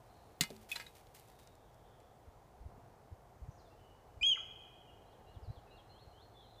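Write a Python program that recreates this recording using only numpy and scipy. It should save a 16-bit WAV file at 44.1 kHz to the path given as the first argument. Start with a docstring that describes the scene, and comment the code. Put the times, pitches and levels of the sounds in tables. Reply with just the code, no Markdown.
"""A deer's alarm squeak

In a quiet wood a deer squeaks once: its voice breaks upward, arches and falls away among echoing trunks.
Before that, fingers click and rub on a camera's housing; the hand that holds it makes soft, low bumps.
Small birds sing far off over a faint, distant rumble."""
import sys
import numpy as np
from scipy import signal
from scipy.fft import rfft, irfft, next_fast_len
from scipy.io import wavfile
from scipy.ndimage import map_coordinates

SR = 44100
rng = np.random.default_rng(int(sys.argv[2]) if len(sys.argv) > 2 else 0)


def digitize_waveform(pressure):
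    """Quantize a signal to 16-bit integers and store it at the path in sys.argv[1].

    Rows of a 2-D input are taken as channels; values are limited to [-1, 1].
    """
    field = np.atleast_2d(pressure).T
    bounded = np.clip(field, -1, 1)
    quanta = np.round(bounded * 32767).astype(np.int16)
    wavfile.write(sys.argv[1], SR, quanta)


N = 291060

# how the far rumble rises and sinks: t/s, relative level/dB
RUMBLE_LEVELS = [(0, -63), (1.2, -65), (2.2, -64.5), (3.3, -63.5), (5.6, -63.5), (6.6, -64.5)]
# the tone colour of each noise: f/Hz, relative level/dB
RUMBLE_COLOUR = [(20, -15), (45, 3), (65, -2), (115, 2), (160, -7), (280, -10.5), (450, -5), (600, -8),
                 (720, -2.5), (1000, -11), (1400, -18), (2000, -24), (3200, -35), (7000, -54)]
HISS_COLOUR = [(1500, -11), (3000, 2), (6000, 1), (10000, -3), (15000, -4)]
SCUFF_COLOUR = [(60, 7.5), (170, 2), (300, -9), (700, -36), (2000, -74)]  # skin shifting on the camera
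SKIN_COLOUR = [(600, -13), (2200, 5.5), (4000, 3), (6000, 0), (8000, 0), (13000, -0.5), (15500, -5)]  # a sliding fingertip
SNAP_COLOUR = [(300, -21), (600, -18.5), (1200, -7.5), (1800, -6), (2700, -12), (3600, 0.5), (4900, 0.5),
               (5600, -8.5), (6300, -2), (8300, -1), (10000, -12), (13000, -10), (15500, -20)]  # a finger click
HOLLOW_COLOUR = [(400, -8.5), (900, -12.5), (1600, -3.5), (2400, 1.5), (3200, -11), (5000, -8.5),
                 (9000, -24.5), (15000, -24)]  # the housing's many small resonances
RASP_COLOUR = [(900, -13), (1400, -17), (2500, -5.5), (3200, 16), (4000, -41), (5000, -12), (5600, -11.5),
               (6700, 5), (8500, -28), (10000, -27.5), (15000, -35.5)]  # air in the deer's throat

# how long the wood echoes (t60 is the time to fade by 60 dB): f/Hz, t60/s
ECHO_TIMES = [(500, 0.96), (2500, 1.6), (3300, 1.49), (6500, 0.78), (13000, 1)]
# how well the wood returns sound: f/Hz, gain/dB
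ECHO_COLOUR = [(1200, 7.5), (2450, 3.5), (3200, -3), (5000, 6.5), (6600, 5), (10000, -0.5)]

# far warbles and single bird whistles: t/s, length/s, start f/Hz, end f/Hz, level/dB
WARBLES = [(0, .25, 3980, 4230, -79), (1.081, 0.97, 3750, 3255, -78), (3.299, 0.1, 6980, 5980, -83.5),
           (3.45, 0.087, 6650, 6720, -75), (3.75, 0.13, 3200, 2970, -70), (6.331, 0.23, 3870, 3830, -72)]
BIRD_WHISTLES = [(3.574, 0.052, 6000, 3950, -72.5), (3.64, .057, 4000, 3340, -76),
                 (3.704, 0.038, 2670, 2750, -73), (4.873, 0.044, 2920, 2844, -64.5),
                 (5.261, 0.069, 2705, 2900, -70.5), (5.425, 0.057, 5500, 3990, -72.5),
                 (5.666, 0.036, 2720, 2545, -70.5), (5.706, 0.061, 2884, 2750, -67.5),
                 (5.89, 0.052, 4180, 4120, -64.5)]
# a songbird's three syllables: t/s into the syllable, f/Hz, relative level/dB
LILT = [(0, 3800, -11), (.022, 3950, 5), (.048, 4250, -3), (.061, 4400, -22), (.073, 4350, -1),
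        (.093, 3430, 7.5), (.125, 2850, -3)]
UPSWEEP = [(0, 2866, -4), (.07, 3270, -1), (.09, 3750, 0), (.104, 4320, 3.5), (.125, 4290, -4),
           (.145, 4150, -12.5)]
SLUR = [(0, 3480, -6), (.025, 3517, 4.5), (.08, 3350, 0), (.13, 3000, -6)]
# the syllables in the order they are sung, each repeated before the next
SONG = [LILT] * 4 + [UPSWEEP] * 2 + [SLUR] * 2

# dull knocks, damped if the finger stays on: t/s, level/dB, treble tilt/dB per octave, damping t60/s
KNOCKS = [(0.411, -32.5, -10, 0.16), (0.5034, -43, 6, 2.7), (2.779, -45.5, 0, 0.042)]
# the low tones of the camera's body: f/Hz, relative level/dB, t60/s
BODY_TONES = [(164, -1, .1), (217.3, -10, 0.98), (251, -4, .11), (385, -13, .4), (442.3, -3, 0.07),
              (576, 0.5, 0.024)]
# soft bumps of the hand: t/s, f/Hz, level/dB
BUMPS = [(2.285, 71, -49.5), (2.617, 49.4, -46), (2.665, 76.3, -39.5), (3.128, 83.3, -42),
         (3.431, 61.7, -41.5), (3.491, 115.6, -37.5), (4.176, 80, -45.5), (4.227, 62.7, -47.5),
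         (5.372, 83.5, -42), (5.437, 68, -46), (5.486, 84, -39), (5.504, 104, -35.5), (5.578, 75, -47.5),
         (6.075, 79, -51)]
# finger strokes that start quickly and die away: t/s, t60/s, level/dB
STROKES = [(0.41, 0.2, -45), (0.49, 0.63, -65), (0.608, 0.24, -65.5), (0.688, 0.71, -54),
           (0.712, 0.19, -48), (0.76, 0.26, -59), (0.949, 0.28, -61.5), (1.142, 0.48, -61.5),
           (1.275, 0.36, -68), (1.385, 0.39, -66.5)]
# a fingertip sticks and slips, one row per tone: t/s, length/s, f/Hz, level/dB
CREAKS = [(0.7145, .014, 3400, -44.5), (0.7155, .017, 2510, -38), (0.758, .011, 4030, -43),
          (0.864, .0085, 3850, -53)]
# sharp finger clicks on the housing, each with its own loudness and brightness:
# t/s, level/dB, treble tilt/dB per octave
CLICKS = [(0.4091, -21.5, -1.5), (0.4106, -19, 1), (0.436, -31, -4), (0.504, -47.5, -1), (0.565, -53, -1),
          (0.717, -37, 7), (0.7572, -40, -4), (0.7602, -32.5, -5), (0.764, -41.5, -6), (0.799, -45, -13.5),
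          (0.8665, -49.5, -5.5), (1.07, -59, -2), (1.1489, -49, 15), (1.1968, -50, 15),
          (1.4736, -53.5, -1.5), (1.5535, -58.5, 4), (1.744, -64, 6.5), (2.002, -57.5, -3)]
# the high tones of the housing: f/Hz, relative level/dB, t60/s
HOUSING_TONES = [(940, -4.5, .16), (1304, -5, .11), (1645, -2.5, 0.16), (1856, -8, .09), (2080, 4.5, 0.12),
                 (2508, -5.5, 0.24), (2901, -4.5, .17), (3500, -3.5, .13), (4027, -7.5, 0.19),
                 (4470, -5.5, 0.12), (4500, -6, .13), (4942, -5, 0.085), (6000, -18.5, .07),
                 (7660, -2.5, .064)]

# the deer's overtones: multiple of the pitch, relative level/dB in the onset, and in the whistle
OVERTONES = [(2, -20, -19), (3, -24.5, -34.5), (4, -39.5, -52)]
# low catches in its failing voice: t/s, length/s, f/Hz, level/dB
CROAKS = [(4.355, .012, 2090, -48.5), (4.370, .013, 1349, -49.5)]

CALL_S = 4.21  # when the deer starts
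BREAK_S, CREST_S, GIVE_OUT_S = .0215, .067, .122  # from then: its voice jumps up, peaks, gives out
JITTER = .003  # its slight, constant unsteadiness, as a share of the pitch


def amp(db):
    """Turn decibels into a factor to multiply by."""
    return 10 ** (np.asarray(db) / 20)


def unit(x):
    """Scale a sound to an average power of 1."""
    return x / np.sqrt(np.mean(x ** 2) + 1e-20)


def along(points, hz):
    """Read between the rows of a (frequency, value) table, on a log frequency axis."""
    freqs, values = np.transpose(points)
    return np.interp(np.log(hz + 1), np.log(freqs + 1), values)


def curves(rows):
    """Turn each column after the time into one value per sample."""
    times, *columns = np.transpose(rows)
    return [np.interp(np.arange(N) / SR, times, column) for column in columns]


def wobble(rate):
    """A smooth random curve through `rate` points a second."""
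    points = rng.standard_normal(int(N * rate / SR) + 4)
    return map_coordinates(points, [np.arange(N) * rate / SR])


def filtered(x, response):
    """Scale each frequency in a sound by response(hz)."""
    size = next_fast_len(len(x) + 8192)
    return irfft(rfft(x, size) * response(np.fft.rfftfreq(size, 1 / SR)), size)[:len(x)]


def noise(colour, size, tilt_db=0):
    """Coloured noise of power 1, its treble tilted by tilt_db per octave."""
    def response(hz):
        return amp(along(colour, hz) + tilt_db * np.log2(np.maximum(hz, 1500)))
    return unit(filtered(rng.standard_normal(size), response))


def fade(t, t60):
    """Die away by 60 dB every t60 seconds."""
    return np.exp(-np.log(1000) * t / t60)


def add(track, s, sound):
    """Mix a sound in at s seconds."""
    start = max(round(s * SR), 0)
    track[start:start + len(sound)] += sound[:max(N - start, 0)]


def whistle(pitch, waver, rate):
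    """A pure tone that strays from its pitch by the share `waver`, `rate` times a second."""
    position = np.arange(len(pitch)) * rate / SR
    unsteady = 1 + waver * map_coordinates(rng.standard_normal(1024), [position], mode="wrap")
    return np.sin(2 * np.pi * np.cumsum(pitch * unsteady) / SR)


def trunks(x, spread_s, count):
    """Each tree trunk throws back a weak, slightly dull copy of the sound."""
    distance, strength = rng.random(count), rng.standard_normal(count)
    delays = (SR * (.004 + spread_s * distance)).astype(int)
    echoes = np.bincount(delays, strength * np.exp(-2 * distance))
    returned = signal.fftconvolve(x, echoes / np.linalg.norm(echoes))[:N]
    return filtered(returned, lambda hz: 1 / np.hypot(1, hz / 9000))


def forest(x):
    """The deep wood's smooth wash of echo; the treble dies first."""
    hz, t, bands = signal.stft(rng.standard_normal(2 * SR), SR, nperseg=256)
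    dying = fade(t, along(ECHO_TIMES, hz)[:, None]) * (1 - np.exp(-t / .005))
    tail = signal.istft(bands * dying * amp(along(ECHO_COLOUR, hz))[:, None], SR, nperseg=256)[1]
    return signal.fftconvolve(x, tail / np.linalg.norm(tail))[:N]


def background():
    """A distant rumble drifts through the trees, with a faint, even hiss."""
    level_db, = curves(RUMBLE_LEVELS)
    rumble = amp(level_db + 3 + .56 * wobble(5.1)) * noise(RUMBLE_COLOUR, N)
    return rumble + amp(-78.5) * noise(HISS_COLOUR, N)


def warbling_birds(flutter_db=3.5):
    """Quick warbling from deep in the wood comes and goes, and arrives only as echo."""
    song = np.zeros(N)
    for s, length, start_hz, end_hz, db in WARBLES:
        pitch = np.linspace(start_hz, end_hz, int(length * SR))
        level = amp(db) * signal.windows.tukey(len(pitch), .3)
        add(song, s, level * whistle(pitch, waver=.06, rate=45))
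    return forest(song * amp(flutter_db * wobble(18)))


def whistling_birds():
    """Thin whistles glide fast and then level off, half lost in their echo."""
    notes = np.zeros(N)
    for s, length, start_hz, end_hz, db in BIRD_WHISTLES:
        progress = np.linspace(0, 1, int(length * SR))
        pitch = end_hz + (start_hz - end_hz) * (1 - progress) ** 2
        level = amp(db) * np.sqrt(np.abs(np.sin(np.pi * progress)))
        add(notes, s, level * whistle(pitch, waver=.014, rate=320))
    return notes + amp(-5) * trunks(notes, spread_s=.08, count=60) + amp(-1.5) * forest(notes)


def songbird(start_s=5.044, period_s=.216, rise_db_per_s=13, echo_share=.35):
    """One bird sings its syllables at a steady pace, growing louder, blurred by the trees."""
    song = np.zeros(N)
    for k, syllable in enumerate(SONG):
        size = int(syllable[-1][0] * SR)
        pitch, shape_db = [curve[:size] for curve in curves(syllable)]
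        elapsed = k * period_s
        db = min(-79.5 + rise_db_per_s * elapsed, -67)
        level = amp(db + shape_db) * signal.windows.tukey(size, .1)
        add(song, start_s + elapsed, level * whistle(pitch, waver=.0093, rate=360))
    echo = trunks(song, spread_s=.06, count=60)
    return np.sqrt(1 - echo_share) * song + np.sqrt(echo_share) * echo + amp(-5) * forest(song)


def hand_bumps():
    """Knocks ring low in the camera's body; shifts of the grip rock it gently with a dull scuff."""
    out, t = np.zeros(N), np.arange(SR // 2) / SR
    for s, db, tilt_db, damping in KNOCKS:
        ring = sum(amp(tone_db + tilt_db * np.log2(hz / 260)) * fade(t, t60) * np.sin(2 * np.pi * hz * t)
                   for hz, tone_db, t60 in BODY_TONES)
        add(out, s, amp(db) * (1 - np.exp(-t / .0018)) * fade(t, damping) * ring)
    for s, hz, db in BUMPS:
        width = .7 / hz  # half a bump lasts less than one cycle
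        t = np.arange(-5 * width, 5 * width, 1 / SR)
        push = np.exp(-(t / width) ** 2) * np.cos(2 * np.pi * hz * t)
        scuff = amp(-18) * np.exp(-(t / (2.3 * width)) ** 2) * noise(SCUFF_COLOUR, len(t))
        add(out, s + t[0], amp(db) * (push + scuff))
    return out


def finger_rubs(settle_s=1.27, slips_per_s=220):
    """Skin slides over the housing in a hiss of tiny slips, and now and then catches and creaks."""
    t = np.arange(N) / SR
    grip_db = -80 - 19 * np.maximum(t - settle_s, 0)  # the rustle fades as the hand settles
    power = amp(grip_db) ** 2 + amp(-91) ** 2  # even a still hand rustles a little
    t = t[:SR // 2]
    for s, t60, db in STROKES:
        stroke = amp(db) * (1 - np.exp(-t / .0043)) * fade(t, t60)
        add(power, s, stroke ** 2)
    slips = (rng.random(N) < slips_per_s / SR) * amp(3.55 * rng.standard_normal(N))
    crackle = unit(filtered(slips, lambda hz: amp(along(SKIN_COLOUR, hz))))
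    hiss = unit(noise(SKIN_COLOUR, N) * amp(2.5 * wobble(500)))
    out = np.sqrt(power) * (amp(1) * hiss + amp(-5.5) * crackle)
    t = t[:SR // 8]
    for s, length, hz, db in CREAKS:
        pitch = hz * (1 + .023 * wobble(880)[:len(t)] * (t < length))
        shape = (1 - np.exp(-t / .00073)) * (np.exp(-(t / length) ** 4) + amp(-2.5) * fade(t, .13))
        add(out, s, amp(db - .5) * shape * np.sin(2 * np.pi * np.cumsum(pitch) / SR))
    return out


def finger_clicks():
    """Each click is a sharp snap with a short chatter that leaves the housing ringing."""
    out, t = np.zeros(N), np.arange(SR // 3) / SR
    for s, db, tilt_db in CLICKS:
        tones = sum(
            amp(tone_db + rng.normal(0, 1)) * fade(t, t60) * np.sin(2 * np.pi * (hz * t + rng.random()))
            for hz, tone_db, t60 in HOUSING_TONES)
        ring = amp(-23) * tones + amp(-17.5) * noise(HOLLOW_COLOUR, len(t)) * fade(t, .087)
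        ring *= amp(-4 - 1.5 * tilt_db)  # duller clicks put more into the ring
        chatter_s = .034 * 2 ** ((db + 35) / 33)  # louder ones chatter longer
        shape = amp(1) * fade(t, .0038) + amp(-9.5) * fade(t, chatter_s)
        snap = shape * noise(SNAP_COLOUR, len(t), tilt_db)
        add(out, s, amp(db) * (1 - np.exp(-t / .000079)) * (snap + ring))
    return out


def deer_onset(t, broken, flutter, start_hz=2396, bend_hz=166.2):
    """A pressed, reedy tone swells, bends up and brightens with effort, then hangs on hoarsely."""
    effort, since_break = np.clip(t / BREAK_S, 0, 1), np.maximum(t - BREAK_S, 0)
    pitch = start_hz + bend_hz * effort ** 3 * (1 - .5 * broken)
    jitter = JITTER + .012 * broken
    phase = 2 * np.pi * np.cumsum(pitch * (1 + jitter * wobble(1200))) / SR
    overtones = amp(-4.5 + 8 * effort) * sum(amp(db) * np.sin(k * phase) for k, db, _ in OVERTONES)
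    swell = np.clip(t / .0031, 0, 1) * amp(-44.5 + 14 * effort ** 1.5)
    linger = 1 - broken + broken * amp(-17.5) * fade(since_break, .31)
    return swell * linger * np.sqrt(2) * (np.sin(phase) + flutter * overtones)


def deer_whistle(t, broken, flutter, crest_hz=3299, climb_hz=309.5, sag_hz=302.5):
    """An arching whistle, brightest at its crest, with air rasping past the vocal folds."""
    since_break, spent = np.maximum(t - BREAK_S, 0), np.maximum(t - GIVE_OUT_S, 0)
    hoarse = fade(since_break, .032)  # roughest just after the break
    arch = np.where(t < CREST_S, climb_hz / (CREST_S - BREAK_S) ** 2,
                    sag_hz / (GIVE_OUT_S - CREST_S) ** 2)
    drop_hz = arch * (t - CREST_S) ** 2
    pitch = np.maximum(crest_hz - drop_hz, 0)
    jitter = JITTER + .012 * hoarse + .025 * np.minimum(spent / .015, 1)  # shakier as the voice fails
    phase = 2 * np.pi * np.cumsum(pitch * (1 + jitter * wobble(1200))) / SR
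    dull_db = -15 * (1 - np.exp(-drop_hz / 107))
    overtones = amp(dull_db) * sum(amp(db) * np.sin(k * phase) for k, _, db in OVERTONES)
    rasp = amp(-31.5 + 10 * hoarse) * noise(RASP_COLOUR, N)
    puff = amp(-29) * noise(HISS_COLOUR, N) * fade(since_break, .012)  # air bursts through at the break
    level = broken * amp(-29 - 1200 * spent)
    return level * (np.sqrt(2) * (np.sin(phase) + flutter * overtones) + rasp + puff)


def deer():
    """The reedy onset cracks up into a whistle and gives out in two croaks; the wood echoes it."""
    t = np.arange(N) / SR - CALL_S
    broken = .5 + .5 * np.tanh((t - BREAK_S) / .00056)  # 0 before the voice breaks, 1 after
    flutter = amp(2.2 * wobble(600))  # the vocal folds close unevenly, so the overtones flutter
    voice = deer_onset(t, broken, flutter) + deer_whistle(t, broken, flutter)
    for s, length, hz, db in CROAKS:
        progress = np.linspace(0, 1, int(length * SR))
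        pitch = hz * (1 - .16 * (progress - .5))
        level = amp(db) * np.sqrt(2 * np.abs(np.sin(np.pi * progress)))
        add(voice, s, level * whistle(pitch, waver=.094, rate=1160))
    return voice + amp(-9) * trunks(voice, spread_s=.13, count=90) + amp(-15) * forest(voice)


def scene():
    """The animals, the hand on the camera and the far rumble, mixed into one channel."""
    animals = deer() + songbird() + whistling_birds() + warbling_birds()
    handling = finger_clicks() + finger_rubs() + hand_bumps()
    return (animals + handling + background())[None]


def record(dry):
    """The camera keeps nothing above 15500 Hz."""
    return filtered(dry[0], lambda hz: hz < 15500)[None]


dry = scene()
out = record(dry)
digitize_waveform(out)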